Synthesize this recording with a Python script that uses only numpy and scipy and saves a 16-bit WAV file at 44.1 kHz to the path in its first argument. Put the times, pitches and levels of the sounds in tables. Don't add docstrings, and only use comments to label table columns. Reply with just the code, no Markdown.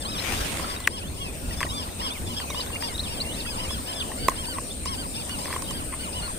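import sys
import numpy as np
from scipy import signal
from scipy.fft import rfft, irfft, next_fast_len
from scipy.io import wavfile
from scipy.ndimage import uniform_filter1d, map_coordinates

SR = 44100
rng = np.random.default_rng(int(sys.argv[2]) if len(sys.argv) > 2 else 0)


def master_out(mix):
    frames = np.transpose(np.atleast_2d(mix))
    ceiling = np.clip(frames, -1, 1)
    pcm = np.round(ceiling * 32767).astype(np.int16)
    wavfile.write(sys.argv[1], SR, pcm)


def ratio_of_db(decibels):
    return 10 ** (np.asarray(decibels, float) / 20)


N = 281358

# time_s, level_db
BREEZE_CURVE = [(0, -36.5), (.41, -34), (.53, -33.5), (.87, -38.5), (1.06, -37.5), (1.49, -36), (2.22, -36),
                (2.59, -35.5), (3.25, -35.5), (4.25, -35.5), (4.8, -37), (5.63, -35), (5.9, -37),
                (6.38, -35.5)]
# freq_hz, density_db_per_hz
RUMBLE_SPECTRUM = [(12, -21), (20, 3), (30, -5.5), (70, 1.5), (91, -1), (112, -7), (264, -6.5),
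                   (363, -12.5), (393, -13.5), (576, -14), (720, -20), (900, -32), (1170, -78),
                   (1980, -120)]
# freq_hz, correlation
RUMBLE_LIKENESS = [(25, 0.42), (60, 0.94), (130, 0.72), (300, 0.89), (600, 0.73), (1200, 0.083)]
# freq_hz, density_db_per_hz
HISS_SPECTRUM = [(500, 13.5), (900, 12.5), (1500, 7), (3000, 7), (6000, 4), (10000, 1.5), (13000, 1.5),
                 (15500, 0.5)]
# time_s, level_db
INSECT_CURVE = [
    (0, -42),
    (.21, -45.5),
    (.5, -42),
    (.87, -46),
    (1.1, -47.5),
    (1.5, -45),
    (2.6, -45),
    (3.25, -42.5),
    (4.4, -41.5),
    (6.38, -40),
]
# center_hz, width_hz, level_db
WING_MODES = [(8597, 1060, 11), (10050, 1100, -1.5)]
# start_s, pitch_hz, peak_db
PINGS = [(1.508, 1920, -28), (1.665, 1910, -25), (1.888, 1940, -33), (2.015, 1890, -27), (2.5, 5840, -25),
         (3.452, 1900, -29), (3.461, 1390, -28), (4.116, 1880, -27), (4.118, 1070, -33), (4.484, 950, -26),
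         (4.537, 1900, -35), (.803, 7400, -29), (.643, 1340, -21), (5.443, 6200, -31)]
# center_s, pitch_hz, peak_db
PUSHES = [
    (0.416, 62, -22.5),
    (1.489, 43, -26.5),
    (1.6495, 477, -25.5),
    (1.6525, 620, -24.5),
]
# center_hz, width_hz, level_db
SHELL_MODES = [(1450, 500, -1.5), (2050, 260, 7.5), (2780, 780, -5.5)]
# center_hz, width_hz, level_db
HOLLOW_MODES = [(275, 150, -6.5), (1067, 135, 2.5)]
# start_s, length_s, level_db
SCRAPES = [
    (1.604, .042, -37),
    (2.81, .03, -47),
    (4.53, .06, -48),
    (5.285, .03, -43),
    (5.45, .13, -42),
    (5.918, .034, -37),
    (4.572, .02, -42),
    (6.22, .06, -48),
]
# start_s, ring_db, crack_over_ring_db, left_over_right_db
KNOCKS = [(0.595, -24, -14, -3), (0.803, -33, 16, 4), (1.612, -17.5, 4, -2), (1.653, -31, 7, 1),
          (2.062, -29.5, -6, -2), (2.503, -24, 7, -1), (2.545, -25.5, -12, .6), (2.595, -27.5, -5.5, -3),
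          (2.702, -29.5, -10, -3), (2.75, -32.5, 14, -1), (3.707, -27, 2, -5), (4.2837, -3.5, 0.5, -3.5),
          (4.296, -28, 16, -5), (4.317, -26, -8, 0), (4.584, -18.5, -12, -2.5), (4.857, -22.5, 8.5, -4),
          (5.481, -29, -5, -3), (5.504, -26, -2, 2), (5.537, -22.5, -2, -4), (5.562, -17.5, -19, 0),
          (5.622, -27.5, 13.5, -9), (5.709, -26.5, 11, -6), (5.934, -31, -6, -9), (6.277, -30, -2, 1.5)]
# start_s, ring_db, crack_over_ring_db, left_over_right_db
TAPS = [(0.203, -34, -5, 4.5), (.874, -5, 3.5, 3.5), (0.8792, -25.5, 6, 1.5), (1.605, -22, 4, 11),
        (1.629, -17, 2, 8), (1.634, -23.5, -13, -7), (2.4, -27, 7, 0), (2.662, -35, 15, 1),
        (2.823, -26, 9, -1), (4.116, -33, 2, 0), (5.294, -32, 15, .6), (5.456, -27, 6, 0),
        (5.527, -22, 0, 0)]
# time_s, level_db, left_over_right_db
SLEEVE_CURVE = [
    (.1, -60, 13),
    (.19, -42.5, 6),
    (.22, -35.5, 7.5),
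    (.33, -33.5, 5),
    (.42, -34, 1.5),
    (.5, -37.5, -8.5),
    (.58, -37, -2.5),
    (.63, -43.5, -8),
    (.72, -44.5, 9),
]
# freq_hz, density_db_per_hz
CLOTH_SPECTRUM = [(180, -39), (300, -5.5), (348, -3), (476, -10), (581, -9), (1180, -8.5), (2930, -5),
                  (4210, -13), (8840, -15), (15500, -23.5)]
# start_s, length_s, start_hz, end_hz, level_db
FLICKS = [(.048, 0.021, 3900, 4440, -37), (0.18, 0.023, 3400, 4300, -34), (.176, .028, 4250, 2400, -40),
          (.015, 0.014, 4900, 4100, -42), (.105, 0.021, 4300, 2700, -37), (.8, 0.03, 4400, 3900, -48),
          (.845, 0.018, 3200, 3900, -49), (0.76, 0.018, 3800, 3800, -39), (0.84, 0.022, 3750, 2400, -35),
          (0.8, 0.017, 3150, 3630, -50), (4.655, 0.037, 5750, 5000, -50), (4.71, .022, 5250, 4800, -47),
          (7.1, .012, 3400, 3400, -38), (2.1, .025, 2600, 2200, -46), (1.685, .03, 3800, 3800, -39),
          (4, .032, 3800, 2300, -31), (3.548, 0.018, 3700, 3300, -42), (4.7, .03, 3300, 3800, -39),
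          (3.995, 0.024, 4000, 3300, -47), (2.1, 0.033, 3200, 3700, -35), (2.755, .016, 1800, 2720, -38),
          (5.138, 0.023, 3520, 3660, -42), (5.148, .028, 5300, 5600, -50), (5.64, .03, 3800, 3620, -46),
          (2.5, 0.012, 3500, 3900, -35.5), (2.175, 0.013, 3500, 2600, -42.5),
          (2.715, .014, 3400, 2800, -45), (2.262, 0.027, 3600, 3340, -41.5), (2.53, .032, 3000, 3750, -41),
          (1.8, .012, 5100, 4100, -43), (3.2, 0.023, 3800, 4700, -28), (3.4, 0.018, 4400, 3400, -36),
          (2.6, 0.018, 3420, 4800, -30.5), (2.94, 0.022, 3600, 3900, -35), (2.978, 0.008, 4370, 3000, -35),
          (2.991, 0.018, 3650, 4350, -27), (3.6, 0.015, 2470, 3300, -40), (3.026, 0.066, 4110, 2260, -38)]
# start_s, length_s, start_hz, end_hz, level_db
WHISTLES = [(.17, 0.067, 5520, 5000, -39.5), (.325, 0.061, 2450, 4050, -39), (.778, 0.1, 1970, 2040, -48),
            (1.008, 0.089, 2400, 3780, -44.5), (1.074, 0.037, 4470, 4100, -52),
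            (1.2, 0.11, 2920, 2410, -42), (1.41, 0.14, 1450, 1400, -52.5), (2.128, 0.054, 2900, 1900, -43),
            (2.207, 0.044, 1930, 2820, -54), (2.352, 0.057, 3210, 3210, -38),
            (2.469, 0.07, 2650, 2050, -43), (2.725, 0.049, 2780, 2790, -35),
            (2.668, 0.012, 3300, 4120, -43), (1.915, 0.027, 3850, 3330, -51),
            (2.881, 0.082, 2280, 1780, -47.5), (3.2, 0.037, 2900, 2680, -45),
            (3.24, 0.098, 2610, 3100, -41), (3.305, 0.054, 3050, 4250, -41),
            (3.447, 0.055, 2790, 2500, -39), (3.644, 0.073, 2050, 2800, -46), (3.695, .05, 2750, 3950, -46),
            (3.875, 0.047, 1870, 1650, -48), (5.408, 0.043, 4050, 4100, -49),
            (6.216, 0.055, 4310, 4320, -40.5)]
# freq_hz, gain_db
THROAT_RESPONSE = [(500, 4), (1200, 1), (1750, -13), (2250, -17), (2800, -7.5), (3300, -7), (3800, -14),
                   (4300, -15), (5150, -7), (5750, -21), (6500, -40)]
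# top_s, top_hz, level_db, throat_resonance_db, length_ratio
LOW_PEEPS = [(.117, 1300, -37.5, 5.5, 1.1), (.389, 1163, -40, -10, 1.23), (.68, 1225, -38, -1.5, 1.1),
             (.945, 1096, -42.5, 3.5, 0.78), (1.223, 1117, -43, 5, 0.92), (1.515, 920, -44.5, 3.5, .55),
             (1.762, 1190, -39, 4, 1.19), (2.042, 1098, -37.5, 3.5, 0.85), (2.31, 1042, -41.5, 4.5, 0.65),
             (2.588, 1026, -38, 2.5, 0.74), (2.845, 942, -35.5, -4, .7), (3.118, 928, -43.5, 3.5, 0.97),
             (3.39, 925, -46.5, 9, .75), (3.621, 1042, -40, 2.5, 0.88), (3.901, 1054, -41, 3, .7),
             (4.208, 759, -44, -3, .9), (4.406, 1087, -41, 5, 0.86), (4.904, 1116, -36.5, 0.5, 0.83),
             (5.184, 928, -40.5, 2, 0.68), (5.428, 1028, -42, -5, 0.75), (5.695, 1050, -44, 8, 0.63),
             (6.172, 1012, -41.5, 5, 0.83)]
# top_s, top_hz, level_db, throat_resonance_db, length_ratio
HIGH_PEEPS = [(.008, 1814, -41, -2, 0.66), (.703, 1750, -45, -3, 1.01), (.975, 1713, -47.5, -5, 0.85),
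              (1.592, 1754, -40, -3, 1.1), (1.8, 1750, -44, -4, 1.07), (2.045, 1734, -42, -1, 1.1),
              (2.379, 1707, -39.5, -1, 0.9), (2.61, 1630, -48, -1.5, 0.96), (2.855, 1735, -44, 1, 1.08),
              (3.152, 1688, -44, -1, 1.01), (3.485, 1670, -41.5, -5.5, 1.26), (3.715, 1728, -42.5, 2, 1.1),
              (3.955, 1744, -41, -3, 1.22), (4.247, 1570, -39.5, -7, 0.93), (4.49, 1553, -39, -3, 1.1),
              (4.995, 1580, -40, -1, 0.92), (5.315, 1492, -42, 1, 1.12), (5.528, 1706, -42.5, -4, 0.89),
              (5.752, 1638, -43.5, -1, 1.1), (6.015, 1525, -42.5, -0.5, 1.03), (6.24, 1460, -38, -7, 0.94)]

MIC_DELAY_SAMPLES = 22


def unit(x):
    return x / np.sqrt(np.mean(x ** 2) + 1e-20)


def along(points, hz):
    f, v = np.transpose(points)
    return np.interp(np.log(hz + 1), np.log(f + 1), v)


def curves(rows):
    s, *cols = np.transpose(rows)
    return [np.interp(np.arange(N) / SR, s, c) for c in cols]


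def wobble(rate_hz):
    knots = rng.standard_normal(int(N * rate_hz / SR) + 4)
    return map_coordinates(knots, [np.arange(N) * rate_hz / SR])


def filtered(x, response):
    m = next_fast_len(N + SR // 2)
    return irfft(rfft(x, m) * response(np.fft.rfftfreq(m, 1 / SR)), m)[..., :N]


def resonances(modes):
    def response(f):
        total = 0
        for k, (center, width, db) in enumerate(modes):
            total = total + (-1) ** k * ratio_of_db(db) * 1j * f * width / (center * center - f * f + 1j * f * width)
        return total
    return response


def rush(spectrum, likeness, patchy_db):
    z = signal.stft(rng.standard_normal((2, N)), nperseg=512)[2]
    patches = uniform_filter1d(rng.standard_normal(z.shape[1:]), 6, 0)
    patches = uniform_filter1d(patches, 14, 1)
    pair = signal.istft(z * ratio_of_db(patchy_db * unit(patches)), nperseg=512)[1][:, :N]

    def spread(hz):
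        angle = np.arccos(np.clip(along(likeness, hz), -1, 1)) / 2
        return ratio_of_db(along(spectrum, hz)) * [np.cos(angle), np.sin(angle)]
    mid, side = filtered(pair, spread)
    return unit(np.array([mid + side, mid - side]))


def add(track, start_s, sound):
    track[round(start_s * SR):][:len(sound)] += sound


def fade(size, edge):
    u = np.linspace(0, 1, size)
    return np.sin(np.pi / 2 * np.clip(np.minimum(u, 1 - u) / edge, 0, 1)) ** 2


def rumble():
    (breeze_db,) = curves(BREEZE_CURVE)
    level = ratio_of_db(breeze_db + 0.93 + 0.75 * wobble(5.7))
    left, right = level * rush(RUMBLE_SPECTRUM, RUMBLE_LIKENESS, patchy_db=1.5)
    return np.array([left, np.roll(right, MIC_DELAY_SAMPLES // 2)])


def breeze_hiss():
    (breeze_db,) = curves(BREEZE_CURVE)
    hiss_db = -52.5 + 2 * (breeze_db + 36.0)
    level = ratio_of_db([[1.3], [-1.2]]) * ratio_of_db(hiss_db + 12.5 + 0.16 * wobble(15.0))
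    return level * rush([(250, -45), *HISS_SPECTRUM], [(500, 0.036), (2000, 0.023)], patchy_db=3.0)


def insects():
    (level_db,) = curves(INSECT_CURVE)
    t = np.arange(N) / SR
    beat = 1 + 0.15 * np.sin(2 * np.pi * np.cumsum(156 + 5 * wobble(6.0)) / SR)
    scraping = rng.standard_normal((2, N)) * beat * ratio_of_db(0.95 * wobble(60))
    chorus = unit(filtered(scraping, lambda hz: resonances(WING_MODES)(hz) ** 2))
    chirps = np.clip(np.sin(2 * np.pi * np.cumsum(8.7 + 0.9 * wobble(1.3)) / SR), 0, 1)
    chirps = chirps * (1 + np.sin(2 * np.pi * 136 * t))
    cricket = rng.standard_normal((2, N)) * chirps
    cricket = unit(filtered(cricket, lambda hz: resonances([(7230, 300, 0)])(hz) ** 2))
    return ratio_of_db(level_db) * (ratio_of_db([[4.5], [.8]]) * chorus + ratio_of_db(-12.5 + 1.5 * wobble(0.64)) * cricket)


def pings():
    out, t = np.zeros(N + SR), np.arange(0, .03, 1 / SR)
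    for start_s, hz, db in PINGS:
        envelope = ratio_of_db(db - 60 * t / .028) * (1 - np.exp(-t / .0015))
        add(out, start_s, envelope * np.sin(2 * np.pi * hz * t))
    return out[:N] * ratio_of_db([[1.5], [-1.5]])


def pushes():
    out = np.zeros(N + SR)
    for center_s, hz, db in PUSHES:
        u = np.arange(-1, 1, hz / SR)
        add(out, center_s - 1 / hz, ratio_of_db(db) * np.sin(2 * np.pi * u) * np.cos(np.pi / 2 * u) ** 2)
    return out[:N]


def scrapes():
    level = np.zeros(N + SR)
    for start_s, length_s, db in SCRAPES:
        add(level, start_s, ratio_of_db(db) * fade(round(length_s * SR), edge=0.25))
    slips = rng.random(N) < 2600 / SR
    jerks = slips * ratio_of_db(1.5 * rng.exponential(size=N)) * rng.standard_normal(N)
    jerks = jerks + 0.025 * rng.standard_normal((2, N))
    housing = lambda hz: resonances(SHELL_MODES)(hz) + ratio_of_db(8) * resonances(HOLLOW_MODES)(hz)
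    return level[:N] * unit(filtered(jerks, housing))


def ticks():
    hollow, shell, crack = np.zeros((3, 2, N + SR))
    t = np.arange(-.003, .006, 1 / SR)
    crack_shape = np.where(t < 0, ratio_of_db(60 * t / 0.015), ratio_of_db(-60 * t / 0.011))
    contacts = [(row, 0, -11) for row in KNOCKS]  # row, hollow_db, shell_db
    contacts += [(row, -3.5 - 0.36 * (row[1] + 25), 0) for row in TAPS]
    for (start_s, db, crack_db, pan_db), hollow_db, shell_db in contacts:
        ears = ratio_of_db(np.array([pan_db, -pan_db]) / 2)[:, None]
        at = round((start_s + .0008) * SR)
        shell_bounce, hollow_bounce = at + round(0.001147 * SR), at + round(0.001834 * SR)
        hollow[:, [at, hollow_bounce]] = ears * ratio_of_db(db + hollow_db + 30.5) * [1, .7]
        shell[:, [at, shell_bounce]] = ears * ratio_of_db(db + shell_db + 27.5) * [1, .5]
        grit = rng.standard_normal(len(t)) + 0.75 * rng.standard_normal((2, len(t)))
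        burst = ears * ratio_of_db(db + crack_db - 12.5) * crack_shape * grit
        add(crack.T, start_s + 0.00081 + t[0], burst.T)
    ring = filtered(hollow[:, :N], resonances(HOLLOW_MODES))
    ring = ring + filtered(shell[:, :N], resonances(SHELL_MODES))
    ring = filtered(ring, lambda hz: 1 / (1 + 1j * hz / 3000))
    return ring + filtered(crack[:, :N], resonances([(6000, 5100, 0)]))


def sleeve():
    approach, leaving = [(0, -86, 0)], [(.8, -50, 0), (.86, -55, 0), (.9, -97, 0)]
    level_db, pan_db = curves([*approach, *SLEEVE_CURVE, *leaving])
    dull_db = np.clip(77 * (np.arange(N) / SR - 0.53), 0, 7.5)
    grains = ratio_of_db(2.2 * wobble(400) + 1.1 * wobble(60))
    cloth = unit(grains * rush(CLOTH_SPECTRUM, [(400, .5), (2000, .2), (6000, .1)], patchy_db=1.8))
    low = filtered(cloth, lambda hz: 1 / (1 + (hz / 1500) ** 4))
    return ratio_of_db(level_db + 3.0 + np.outer([.5, -.5], pan_db)) * (cloth + (ratio_of_db(dull_db) - 1) * low)


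def twitter():
    out = np.zeros(N + SR)
    for notes, bow in (FLICKS, 0.068), (WHISTLES, 0.002):
        for start_s, length_s, start_hz, end_hz, db in notes:
            u = np.linspace(-1, 1, round(length_s * SR))
            sweep_hz = end_hz - start_hz
            hz = (start_hz + end_hz + sweep_hz * u) / 2 + bow * abs(sweep_hz) * (1 - u ** 2)
            tone = np.sin(2 * np.pi * np.cumsum(hz) / SR)
            add(out, start_s, ratio_of_db(db + 3) * fade(len(u), edge=0.15) * tone)
    return out[:N] * ratio_of_db(1.5 * wobble(90)) * (1 + .18 * wobble(700))


def chick(peeps, arch, shape, partials_db):
    rise_s, fall_s, bend, beak_db, sag_db = arch
    begin, rounder, end_hz = shape
    out, shake = np.zeros(N + SR), wobble(70)
    flutter = [wobble(55) for _ in partials_db]
    rasp = [wobble(1100) for _ in partials_db]
    for top, top_hz, db, throat_db, pace in peeps:
        start, end = max(top - pace * rise_s, 0), top + pace * fall_s
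        t = np.arange(start, end, 1 / SR)
        here = np.minimum((t * SR).astype(int), N - 1)
        up = top_hz * (1 - (1 - begin) * (np.abs(top - t) / (top - start)) ** bend)
        down = top_hz - (top_hz - end_hz) * (np.abs(t - top) / (end - top)) ** (bend + rounder)
        hz = np.where(t < top, up, down) * (1 + 0.00896 * shake[here])
        phase, voice = 2 * np.pi * np.cumsum(hz) / SR, 0
        mouth = [(2000, 0), (2600, throat_db), (3800, throat_db), (4400, beak_db)]
        for k, part_db in enumerate(partials_db, 1):
            overtone = k > 1
            effort_db = overtone * (sag_db * (hz / top_hz - 1) + 5 * np.minimum(flutter[k - 1][here], .4))
            tract_db = along(THROAT_RESPONSE, k * hz) + along(mouth, k * hz)
            breathy = 1 + .3 * overtone * rasp[k - 1][here]
            voice = voice + ratio_of_db(part_db + tract_db + effort_db) * breathy * np.sin(k * phase)
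        level = ratio_of_db(db + 4 + 1.5 * flutter[0][here])
        add(out, start, level * fade(len(t), edge=.15) * voice)
    return out[:N]


def bank_scatter(x, t60_s=0.054):
    t = np.arange(SR // 5) / SR
    tail = rng.standard_normal((2, len(t))) * ratio_of_db(-60 * t / t60_s)
    return signal.fftconvolve(x[None], tail / np.linalg.norm(tail[0]), axes=1)[:, :N]


def birds():
    low = chick(LOW_PEEPS, arch=(0.07, .08, 1.9, 2.1, 24), shape=(.68, 0.1, 644.5),
                partials_db=[-4.0, -1.5, 4.5, 2.0, 5.0, 8.0, 0])
    high = chick(HIGH_PEEPS, arch=(.032, .09, 1.9, 0.47, 25), shape=(.85, 0.296, 585),
                 partials_db=[0.59, 9.3, 8.7, 1.9])
    song = low + high + twitter()
    shade = [(1500, 0), (3100, 2), (4200, -3), (5200, -8)]  # freq_hz, gain_db
    right = filtered(np.roll(song, MIC_DELAY_SAMPLES), lambda hz: ratio_of_db(along(shade, hz)))
    return np.array([song, right]) + ratio_of_db(-8.5) * bank_scatter(song)


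def scene():
    background = rumble() + breeze_hiss() + insects() + pings()
    handling = pushes() + scrapes() + ticks() + sleeve()
    return background + handling + birds()


def top_cut(x):
    return signal.sosfilt(signal.butter(12, 16310, fs=SR, output="sos"), x)


def record(dry):
    limited = filtered(dry, lambda hz: hz < 15600)
    mix = np.clip(limited - .0012, -1, 1)
    return top_cut(mix)


dry = scene()
out = record(dry)
master_out(out)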